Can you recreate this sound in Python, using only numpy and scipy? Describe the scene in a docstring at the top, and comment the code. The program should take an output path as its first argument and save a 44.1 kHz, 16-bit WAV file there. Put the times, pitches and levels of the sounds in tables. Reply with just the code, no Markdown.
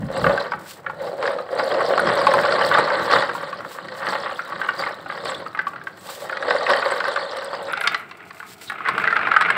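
"""A wooden toy truck sets off over a rough stone yard while a hand rumbles on the phone close by.
Pushed to and fro, its hollow body drums on the bumps, loose wheels clack and squeak on their axles,
grit grinds under the rims, and sandals and skidding rims scuff the stone. From about 2 s to 4 s the
wheels thud over joints. Near 8 s it comes to rest, and a second truck with harder wheels rolls on,
chattering loudly at the end. A faint far background lies under it all."""
import sys
import numpy as np
from scipy import signal
from scipy.fft import rfft, irfft, next_fast_len
from scipy.io import wavfile
from scipy.ndimage import map_coordinates

SR = 44100
rng = np.random.default_rng(int(sys.argv[2]) if len(sys.argv) > 2 else 0)


def waveform_to_disk(signal):
    """Save audio, clipped to [-1, 1], as 16-bit WAV at the path in sys.argv[1]."""
    frames = np.transpose(np.atleast_2d(signal))
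    scaled = np.clip(frames, -1, 1) * 32767
    samples = np.round(scaled).astype(np.int16)
    wavfile.write(sys.argv[1], SR, samples)


N = 422033

# Levels are relative: each source adds its own gain. Rolling strength is the drive on a truck.
# rolling strength of the first truck, one list per push, and of the second: t/s, level/dB
FIRST_PUSHES = [
    [(0.0, -40), (0.142, -35), (0.288, -22), (0.322, -23), (0.384, -23), (0.576, -38), (0.644, -42),
     (0.85, -45.5)],
    [(0.9, -37), (0.928, -45), (1.028, -35.5), (1.2, -42), (1.312, -26), (1.47, -36.5)],
    [(1.52, -29.5), (1.596, -24), (1.718, -22), (1.898, -21.5), (2.45, -17)],
    [(2.5, -16), (3.128, -19), (3.308, -33), (3.45, -28.5)],
    [(3.55, -31.5), (3.722, -35.5), (3.882, -34), (4.168, -23), (4.45, -32)],
    [(4.55, -27), (4.718, -29.5), (4.914, -38.5), (5.398, -33.5), (5.704, -41), (5.836, -39.5), (5.9, -41)],
    [(6.0, -46), (6.126, -41.5), (6.328, -32.5), (6.504, -24), (6.652, -24), (6.85, -22.5)],
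    [(6.92, -20), (7.046, -24.5), (7.3, -29.5), (7.492, -31), (7.7, -30.5)],
]
SECOND_PUSH = [(7.7, -34.5), (7.866, -27), (8.016, -39.5), (8.142, -43.5), (8.526, -48.5), (8.744, -42),
               (8.88, -27), (8.984, -25), (9.068, -26.5), (9.208, -26), (9.458, -27), (9.57, -24)]
# first truck passing and turning, over its strength: t/s, body level/dB, grit level/dB
PASSING_BALANCE = [(0, -6, -19), (.23, 0, -15.5), (.45, -2, -17.5), (.7, -10.5, -28), (1.05, 5, -13.5),
                   (1.3, -3.5, -18), (1.78, 2, -15), (2.08, -4.5, -16), (2.94, -9, -16.5), (3.95, -9, -15),
                   (4.16, -12.5, -16), (4.7, -13, -18), (5.4, -4, -12), (5.6, -14.5, -25),
                   (6.07, -6.5, -12.5), (6.73, -3, -14), (6.91, -10, -16), (7.7, -4, -13.5)]
# resonances of each truck's body and of its wheels and axles: f/Hz, bandwidth/Hz, level/dB
HOLLOW_BODY_MODES = [(380, 10, -26), (500, 51, -47), (539.4, 76.7, 8), (590, 120, -5), (770, 64, -18),
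                     (806, 250, -7), (1067, 23, -5.5)]
LOOSE_WHEEL_MODES = [(861, 208, -2), (1145, 97, 5), (1349, 144, 0), (1527, 63, 3), (1621, 104, -1.5),
                     (1860, 165, -1), (2141, 210, -7.5), (2605, 700, -16), (3116, 340, -15)]
SECOND_BED_MODES = [(441, 43, -7), (642, 77, -7), (770, 90, -10.5)]
HARD_WHEEL_MODES = [(1030, 400, -14), (1250, 59, -2), (1420, 130, -4), (1800, 220, -12.5), (2010, 174, -5),
                    (2350, 590, -10.5), (2800, 230, -12.5), (3650, 720, -30.5)]
# loudest wheel impacts: t/s, level/dB, f/Hz of the struck part, crack level/dB over the impact
WHEEL_CLACKS = [(0.243, -4.5, 1300, -24), (0.2656, -3, 1470, -29), (0.377, -11, 1563, -15),
                (0.5196, -10, 1137, -29), (0.5352, -11, 1320, -36), (0.8643, -11.5, 1375, -45),
                (0.8975, -12.5, 1110, -41), (1.2272, -12.5, 1100, -11), (1.276, -9.5, 1810, -14.5),
                (1.3867, -16.5, 1240, -16.5), (1.5965, -8.5, 1060, -26), (1.8057, -9, 1110, -28),
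                (1.9778, -5.5, 1100, -15), (1.9942, -5.5, 1270, -18), (2.0708, -6, 1060, -17),
                (2.2144, -7, 1100, -26), (2.269, 2, 1096, -19), (2.3386, -1, 1040, -19),
                (2.4487, -12, 1120, -31), (2.5226, -9, 1160, -18), (2.603, -13, 1130, -23),
                (2.7134, -3.5, 1280, -35), (2.774, -3, 1190, -21), (2.9028, -8, 1350, -26),
                (3.1131, -14.5, 1165, 0.5), (3.2235, -6.5, 1130, -16), (3.2948, -11, 1120, -20),
                (3.3513, -14, 1080, -16), (3.5291, -16, 1144, -18), (3.8848, -21, 1880, -8),
                (4.0679, -8.5, 1890, -22), (4.086, -13, 1195, -26), (4.3115, -17.5, 1150, -15),
                (4.393, -12, 1470, -29), (4.5226, -16, 1116, -33), (4.6151, -8.5, 1594, -23),
                (4.6884, -3, 1570, -27), (4.793, -14, 1550, -30), (4.8374, -12, 1926, -28),
                (5.0606, -19.5, 1220, -32), (5.0995, -15, 1620, -29), (5.2548, -18, 1110, -4.5),
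                (5.464, -17.5, 1280, -20), (5.549, -13.5, 1500, -35), (5.5736, -16.5, 1170, -21),
                (5.591, -5.5, 1550, -22.5), (5.6134, -22, 1520, -16), (5.669, -9.5, 1140, -25),
                (5.733, -21, 1576, -32), (5.7602, -19.5, 1610, -22), (5.8145, -23, 1580, -28),
                (5.8709, -13.5, 1590, -24), (6.2958, -13, 1510, -23), (6.3263, -15, 1450, -18),
                (6.3705, -14.5, 1660, -12), (6.4255, -12, 1494, -14), (6.5071, -5.5, 1694, -17),
                (6.564, -10.5, 1450, -15), (6.6657, -9, 2010, -17), (6.7033, -6, 1095, -12),
                (6.7346, -6, 1900, -33), (6.8262, -8, 1930, -29), (7.003, -8.5, 1453, -12),
                (7.0529, -8.5, 1500, -28), (7.1616, -8.5, 1425, -14), (7.369, -20.5, 1190, -8),
                (7.6999, -16, 1370, -29), (7.7337, -10, 1390, -12), (7.7743, -13, 1390, -8),
                (7.812, -10.5, 1990, -10), (7.8394, -12, 1430, -12), (7.8743, -4, 1680, -4.5),
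                (7.9457, -7, 1595, -10), (8.112, -25.5, 1470, -8), (8.2048, -26, 1680, -20),
                (8.3082, -23.5, 1520, -13), (8.4016, -20.5, 1635, -23), (8.428, -22, 1290, -24),
                (8.6996, -13, 1860, -17), (8.7188, -15.5, 1120, -21), (8.805, -17, 1110, -39),
                (8.8597, -10.5, 2050, -33), (8.887, -4.5, 1320, -12.5), (8.98, -4, 1420, -20),
                (9.0393, -5, 1440, -22), (9.075, -2, 1568, -23), (9.1082, -11.5, 1590, -17),
                (9.1271, -3.5, 1370, -26), (9.1656, -0.5, 1474, -24), (9.1917, -13, 1440, -23),
                (9.224, -18, 1460, -31), (9.2713, -5, 1420, -28), (9.3163, -0.5, 1445, -24),
                (9.3389, -4.5, 1480, -30), (9.3646, 1.5, 1520, -24), (9.411, -1, 1106, -15),
                (9.4218, -6, 1480, -11.5), (9.5025, 0, 1740, -22)]
# axle squeaks and ringing grit: t/s, level/dB, starting f/Hz, duration/s
AXLE_SQUEAKS = [(0.2, -33, 4400, 0.024), (0.392, -25, 4130, 0.025), (0.505, -36, 5000, 0.025),
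                (2.733, -17.5, 3680, 0.021), (4.774, -26, 4860, 0.044), (5.285, -32, 7940, 0.036),
                (5.34, -24, 3600, 0.018), (5.983, -46, 8130, 0.027), (6.898, -31.5, 8230, 0.033),
                (7.812, -38, 11500, .04), (7.978, -44, 11600, .03), (8.665, -31, 4020, 0.04)]
# loudest pebbles snapping under a rim: t/s, level/dB, f/Hz
PEBBLE_SNAPS = [(0.176, -25, 8700), (1.6417, -31, 9660), (1.9995, -20, 9200), (2.1535, -26, 8550),
                (2.2654, -26, 8600), (2.337, -21.5, 8660), (2.664, -23, 8200), (2.7841, -24, 8250),
                (5.25, -28, 8200), (6.6967, -24.5, 8900), (6.763, -26, 9500), (7.0815, -27, 9860),
                (7.369, -28.5, 8370), (7.445, -24.5, 8710), (7.6261, -31, 8340), (7.7243, -22.5, 10100),
                (7.8074, -21, 11200), (7.873, -23.5, 9000), (7.9773, -35, 12600), (8.6971, -27, 9350),
                (8.8872, -27, 8900), (9.409, -26, 8000), (9.5033, -25, 8240)]
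# swells from rough stone, scuffing, joints and the shifting hand: peak t/s, level/dB, rise/s, fall/s
ROUGH_PATCHES = [(.17, -23.5, 0.049, 0.069), (1.06, -40, 0.12, 0.041), (1.24, -23.5, 0.084, 0.1),
                 (1.6, -26, .05, 0.02), (2.12, -24, 0.15, 0.18), (2.79, -14.5, 0.014, 0.025),
                 (3.16, -15, 0.058, 0.16), (4.09, -19.5, 0.043, 0.054), (4.23, -27, 0.032, 0.081),
                 (4.82, -23, 0.1, 0.17), (5.13, -33, .05, .06), (5.28, -24, 0.097, 0.079),
                 (6.1, -33.5, 0.066, 0.037), (6.51, -25, 0.04, 0.046), (6.72, -18.5, 0.066, 0.13),
                 (7.08, -24.5, 0.067, 0.36)]
STONE_SCUFFS = [(.24, -41, 0.068, 0.17), (.7, -32, 0.083, 0.073), (1.08, -50, 0.14, 0.056),
                (1.68, -47, 0.037, .05), (1.89, -46, .04, .05), (2.39, -39, 0.092, 0.11),
                (2.66, -34.5, 0.053, 0.087), (3.04, -36, 0.043, 0.041), (3.15, -41, .08, 0.09),
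                (3.36, -36, 0.035, .05), (3.74, -35.5, 0.1, 0.058), (3.97, -43, 0.033, 0.069),
                (4.11, -39, .08, .07), (4.37, -45, 0.042, .08), (4.8, -45, 0.092, 0.091),
                (5.27, -48, 0.018, 0.13), (5.68, -52, 0.027, .06), (6.06, -38.5, 0.1, 0.14),
                (6.15, -31.5, .07, 0.033), (6.23, -38.5, 0.14, 0.074), (6.97, -47, .08, 0.047),
                (7.81, -46.5, 0.02, 0.26), (8.29, -53, .04, 0.037), (8.38, -49, .03, 0.11),
                (8.49, -38, .04, 0.047), (8.53, -46, 0.037, .03), (8.64, -34.5, .06, 0.096),
                (9.02, -51, 0.094, 0.034)]
JOINT_THUDS = [(2.08, -36, 0.16, 0.15), (2.26, -37, 0.16, 0.092), (2.68, -37, .15, 0.34),
               (3.17, -36.5, .06, 0.13), (4.09, -43, 0.051, 0.088)]
HAND_THUMPS = [(.05, -22.5, .2, 0.052), (.27, -20.5, 0.093, 0.077), (.55, -43, 0.071, 0.088),
               (.9, -38, 0.086, .1), (1.1, -45, 0.13, 0.077)]
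# ground rumble, set by how near the wheels are: t/s, level/dB
GROUND_LEVEL = [(0, -45.5), (1.5, -51.5), (2.3, -42.5), (3.2, -46.5), (4.2, -50.5), (5, -47.5), (5.9, -49),
                (6.6, -58.5), (7.8, -54), (8.8, -47.5), (9.57, -42)]
# noise spectra of grit, scuffs, ground, hand and far background: f/Hz, level/dB
GRIT_SPECTRUM = [(1500, -30), (2500, -5), (3200, 14), (4100, 15.5), (5200, -2.5), (8000, -20), (11000, -59),
                 (16000, -59)]
SCUFF_SPECTRUM = [(500, -18), (2500, -2.5), (4600, -0.5), (8000, -1.5), (11000, -5.5), (13000, 0),
                  (15000, 1), (16000, -5)]
GROUND_SPECTRUM = [(15, -70), (25, -34), (70, -17.5), (157, -3), (174, -1), (264, -8), (320, -3.5),
                   (420, -4.5), (700, -120)]
HAND_SPECTRUM = [(15, -53), (30, -26), (60, -8), (110, -7.5), (165, 2.5), (270, -14), (420, -28),
                 (700, -120)]
YARD_SPECTRUM = [(24, -54), (40, -44.5), (224, -14), (472, 16), (548, -37), (653, 18), (1600, 2),
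                 (6320, -15), (8310, -36), (9410, -30), (15500, -11)]
# reverberation time of the yard: f/Hz, T60/s
YARD_T60 = [(200, 0.41), (2000, 0.37), (10000, 0.024)]
# frequency response of the phone's sound port: f/Hz, level/dB
PORT_RESPONSE = [(30, -1), (60, -8), (100, -1), (4500, -2.5), (5600, -7), (6600, -10), (7300, -4.5),
                 (7900, -2), (8800, -6), (10500, -8), (12500, -12.5), (15000, -9.5)]


def rolling():
    """Forced vibration: the same jolts drive body and wheel resonances and crush the grit."""
    first_db, second_db = strengths()
    body_db, grit_db = curves(PASSING_BALANCE)
    jolt = jolts(rate=90, spread_db=4.5, decay_s=0.0051, floor=1.0)
    stone = bumps(rate=700, spread_db=3.0, clump_db=1.5, rubbing=0.9) * (1.35 + jolt)
    shake = bumps(rate=900, spread_db=2.0, clump_db=2.0, rubbing=0.52) * jolt
    body = amp(first_db + body_db + 3.5) * ringing(stone, HOLLOW_BODY_MODES)
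    load_bed = amp(second_db - 9) * ringing(stone, SECOND_BED_MODES)
    loose_wheels = amp(first_db - 3.5) * ringing(shake, LOOSE_WHEEL_MODES)
    hard_wheels = amp(second_db + 1.5) * ringing(shake, HARD_WHEEL_MODES)
    return body + load_bed + loose_wheels + hard_wheels + grit(jolt, grit_db)


def strengths(patch_db=0):
    """Roughness excitation: each truck's drive in dB; rough patches add to the first one's."""
    stop_s, start_s, rest_db = 7.92, 7.6, -75
    pushing_db = curves(sorted(sum(FIRST_PUSHES, [])) + [(stop_s, rest_db)])[0]
    first_db = 20 * np.log10(amp(pushing_db) + amp(patch_db) * swells(ROUGH_PATCHES, fade_db=21))
    second_db = curves([(start_s, rest_db)] + SECOND_PUSH)[0]
    return first_db, second_db


def jolts(rate, spread_db, decay_s, floor):
    """Shot noise: an envelope of random kicks, rate a second, decaying over a steady floor."""
    when, size = rng.random(N), rng.exponential(size=N)
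    kicks = (when < rate / SR) * amp(np.minimum(spread_db * size, 14))
    return floor + unit(signal.lfilter([1], [1, -np.exp(-1 / (decay_s * SR))], kicks))


def bumps(rate, spread_db, clump_db, rubbing):
    """Contact force: random impulses, rate a second, plus friction noise, swelling in clumps."""
    when, size, friction = rng.random(N), rng.exponential(size=N), rng.standard_normal(N)
    knocks = (when < rate / SR) * amp(np.minimum(spread_db * size, 24)) * np.sign(friction)
    return amp(clump_db * wobble(35)) * (unit(knocks) + rubbing * friction)


def clacks():
    """Impact excitation: a blow rings most the wheel modes near the struck part's frequency."""
    out, t = np.zeros(N + SR), np.arange(SR // 12) / SR
    hz, _, level_db = np.transpose(LOOSE_WHEEL_MODES)
    lesser = [*scattered(count=24, from_s=0, over_db=14.5, lo_hz=1010, hi_hz=1937),
              *scattered(count=16, from_s=8.85, over_db=18, lo_hz=1380, hi_hz=1600)]  # hard wheels
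    for s, db, centre_hz, crack_db in WHEEL_CLACKS + [(*row, -25.5) for row in lesser]:
        focus_db = -24 * np.abs(np.log(hz / centre_hz))
        tuned = hz * (1 + 0.043 * rng.standard_normal(len(hz)))  # no two wheels are cut alike
        tuned[np.argmax(focus_db)] = centre_hz
        ring = struck_modes(tuned, 0.3 * level_db + focus_db, 0.036 * (1500 / tuned) ** .5, t)
        bounce_delay = round(rng.uniform(0.00194, 0.0097) * SR)
        bounce = rng.uniform(0.019, 0.17) * np.pad(ring, (bounce_delay, 0))[:len(t)]
        knock = 0.23 * burst(450, 2630, 0.056, t)
        crack = amp(crack_db + 5.5) * burst(1480, 4630, 0.024, t)
        snap = amp(crack_db - 12.5) * burst(6100, 10400, 0.016, t)
        out[round((s - .0012) * SR):][:len(t)] += amp(db - 0.5) * (ring + bounce + knock + crack + snap)
    return out[:N]


def struck_modes(hz, level_db, t60, t):
    """Modal superposition: damped sinusoids of random strength and phase, peak 1."""
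    size = amp(level_db + 4.45 * rng.standard_normal(len(hz)))
    phase = 2 * np.pi * (hz[:, None] * t + rng.random((len(hz), 1)))
    ring = size @ (amp(-60 * t / t60[:, None]) * np.sin(phase))
    ring *= (1 - np.exp(-t / 0.0013)) ** 2  # wood on wood: contact takes about a millisecond
    return ring / np.abs(ring).max()


def grit(jolt, grit_db):
    """Brittle fracture: grit crushed under the rims gives noise and ticks, more on rough patches."""
    crunch = .6 * jolt + jolts(rate=110, spread_db=4, decay_s=.003, floor=.3)
    sand = coloured(crunch * rng.standard_normal(N), GRIT_SPECTRUM)
    ticks = grains(rate=500, centre_hz=4200, scatter=.17, cycles=12, spread_db=3.5)
    fine = grains(rate=900, centre_hz=8000, scatter=.1, cycles=9, spread_db=3.5)
    crackle = grains(rate=120, centre_hz=4535, scatter=0.097, cycles=5.3, spread_db=2.5)
    first_db, second_db = strengths(patch_db=2)
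    pressed = amp(first_db + grit_db + 5.5) + amp(second_db - 25)
    return pressed * amp(1.5 * wobble(30)) * (0.33 * sand + 0.35 * ticks + 0.12 * fine + 0.38 * crackle)


def grains(rate, centre_hz, scatter, cycles, spread_db):
    """Damped oscillation: each crushed grain rings briefly at its own frequency; the sum has rms 1."""
    when, chance, stretch = np.hsplit(rng.random((round(rate * N / SR), 4)), 4)[:3]
    t = np.arange(300) / SR
    hz = np.clip(centre_hz * np.exp(scatter * rng.standard_normal(len(when))), 500, 15000)[:, None]
    size = amp(np.minimum(-spread_db * np.log(chance), 20))
    age = t * hz / (cycles * (0.9 + stretch))
    tone = size * age * np.exp(-3 * age) * np.sin(2 * np.pi * hz * t)
    index = (when * N).astype(int) + np.arange(len(t))
    return unit(np.bincount(index.ravel(), tone.ravel(), minlength=N)[:N])


def squeaks():
    """Friction-induced vibration: a dry axle or trapped stone sings roughly, its pitch sagging."""
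    out = np.zeros(N + SR)
    for s, db, hz, length in AXLE_SQUEAKS:
        t = np.arange(round(length * SR)) / SR
        jitter = .2 * np.cumsum(rng.standard_normal(len(t)))
        phase = 2 * np.pi * hz * t * (1 - .7 * t) + jitter
        out[round(s * SR):][:len(t)] += amp(db) * np.hanning(len(t)) * np.sin(phase)
    return out[:N]


def pebbles():
    """Short impacts have wide spectra: a pebble snaps with a dry tick and a trace of its own pitch."""
    out, t = np.zeros(N + SR), np.arange(SR // 20) / SR
    lesser = scattered(count=30, from_s=0, over_db=-6, lo_hz=8500, hi_hz=10500)
    for s, db, hz in PEBBLE_SNAPS + list(lesser):
        tick = 0.6 * burst(8800, 14400, 0.0068, t) + 0.47 * burst(0.92 * hz, 1.035 * hz, 0.023, t)
        out[round(s * SR):][:len(t)] += amp(db + 4.0) * tick
    return out[:N]


def scuffs():
    """Sliding friction: soles and rims on dusty stone make a fine hiss with sand ticking in it."""
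    rolling_db = np.maximum(*strengths())
    sandy = unit(jolts(rate=34, spread_db=7.5, decay_s=0.0063, floor=0.6))
    drags = swells(STONE_SCUFFS, fade_db=21.5, roundness=1.3) * (0.67 + 0.32 * sandy)
    rim_dust = amp(-54 + .15 * (rolling_db + 29)) * sandy
    friction = bumps(rate=3000, spread_db=2, clump_db=1, rubbing=1.5)
    return (drags + rim_dust) * coloured(friction, SCUFF_SPECTRUM)


def rumble():
    """Structure-borne sound: ground and hand carry low shaking; a faint far hum lies beneath."""
    wheels = amp(curves(GROUND_LEVEL)[0] + 0.37 * (np.maximum(*strengths()) + 31))
    ground_gain = wheels + swells(JOINT_THUDS, fade_db=26) + amp(-59)  # floor: the surroundings
    hand = swells(HAND_THUMPS, fade_db=17) * coloured(rng.standard_normal(N), HAND_SPECTRUM)
    hum = far_hum()
    flutter = amp(2.4 * wobble(12))
    ground = ground_gain * coloured(rng.standard_normal(N), GROUND_SPECTRUM)
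    return flutter * (ground + hand) + hum


def reverberation(x):
    """Diffuse reflection: the walls return a tail in which each frequency decays at its own rate."""
    hz, t, spectra = signal.stft(rng.standard_normal(SR // 2), SR, nperseg=256)
    tail = signal.istft(spectra * amp(-60 * t / along(YARD_T60, hz)[:, None]), SR, nperseg=256)[1]
    return signal.fftconvolve(np.pad(x, (300, 0)), tail / np.linalg.norm(tail))[:N]


def far_hum(hz=98, width_hz=29):
    """Narrow-band noise is heard as a hum of indistinct pitch."""
    band = [(hz, width_hz, 0)]
    return amp(-64.5) * ringing(ringing(rng.standard_normal(N), band), band)


def far_background():
    """Ambient noise: distant sound merges into a wash whose level wavers slightly."""
    return amp(-51 + 0.75 * wobble(9)) * coloured(rng.standard_normal(N), YARD_SPECTRUM)


def scattered(count, from_s, over_db, lo_hz, hi_hz):
    """Random impacts whose level follows the rolling strength: t/s, level/dB, f/Hz."""
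    when, size, pitch = rng.random((count, 3)).T
    s = from_s + when * (N / SR - from_s)
    level_db = np.maximum(*strengths())[(s * SR).astype(int)] + over_db - 10 * size
    return np.transpose([s, level_db, lo_hz * (hi_hz / lo_hz) ** pitch])


def burst(lo_hz, hi_hz, t60, t):
    """Exponential decay of band-limited noise, peak 1."""
    band = signal.butter(3, [lo_hz, hi_hz], "band", fs=SR)
    envelope = amp(-60 * t / t60) * (1 - np.exp(-t / 0.00065))
    puff = signal.lfilter(*band, rng.standard_normal(len(t)) * envelope)
    return puff / np.abs(puff).max()


def swells(rows, fade_db, roundness=1):
    """Summed envelopes, each fade_db down one rise before its peak and one fall after it."""
    t = np.arange(0, N / SR, .002)
    gain = sum(amp(db - fade_db * np.maximum((s - t) / rise, (t - s) / fall) ** roundness)
               for s, db, rise, fall in rows)
    return np.interp(np.arange(N) / SR, t, gain)


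def ringing(x, modes):
    """Resonance: x drives parallel second-order modes of alternating sign, rms 1."""
    return unit(filtered(x, lambda f: sum(
        (-1) ** k * amp(db) * 1j * f * width / (f0 * f0 - f * f + 1j * f * width)
        for k, (f0, width, db) in enumerate(modes))))


def coloured(x, spectrum):
    """Spectral shaping of x by points (f/Hz, level/dB), rms 1."""
    return unit(filtered(x, lambda hz: amp(along(spectrum, hz))))


def filtered(x, response):
    """Linear filtering: the spectrum of x times a frequency response."""
    size = next_fast_len(N + SR // 2)
    return irfft(rfft(x, size) * response(np.fft.rfftfreq(size, 1 / SR)), size)[:N]


def wobble(rate):
    """Smooth random modulation, rate knots a second."""
    return map_coordinates(rng.standard_normal(int(N * rate / SR) + 4), [np.arange(N) * rate / SR])


def curves(rows):
    """Linear interpolation in time of each column after t/s."""
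    s, *columns = np.transpose(rows)
    return [np.interp(np.arange(N) / SR, s, column) for column in columns]


def along(points, hz):
    """Interpolation of points (f/Hz, value) on a logarithmic frequency axis."""
    f, values = np.transpose(points)
    return np.interp(np.log(hz + 1), np.log(f + 1), values)


def amp(db):
    return 10 ** (np.asarray(db) / 20)


def unit(x):
    return x / np.sqrt(np.mean(x ** 2) + 1e-20)


def scene():
    """Superposition: the trucks, their reflections, scuffs, rumble and background add in one channel."""
    trucks = rolling() + clacks() + squeaks() + pebbles()
    background = far_background()
    return (trucks + amp(-15) * reverberation(trucks) + scuffs() + rumble() + background)[None]


def record(dry):
    """Transduction: the phone's port colours the sound, peaks saturate and the band is limited."""
    x = filtered(dry[0], lambda hz: amp(along(PORT_RESPONSE, hz)))
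    x = x / (1 + np.abs(x) ** 8) ** (1 / 8)
    return filtered(x, lambda hz: hz < 15750)[None]


dry = scene()
out = record(dry)
waveform_to_disk(out)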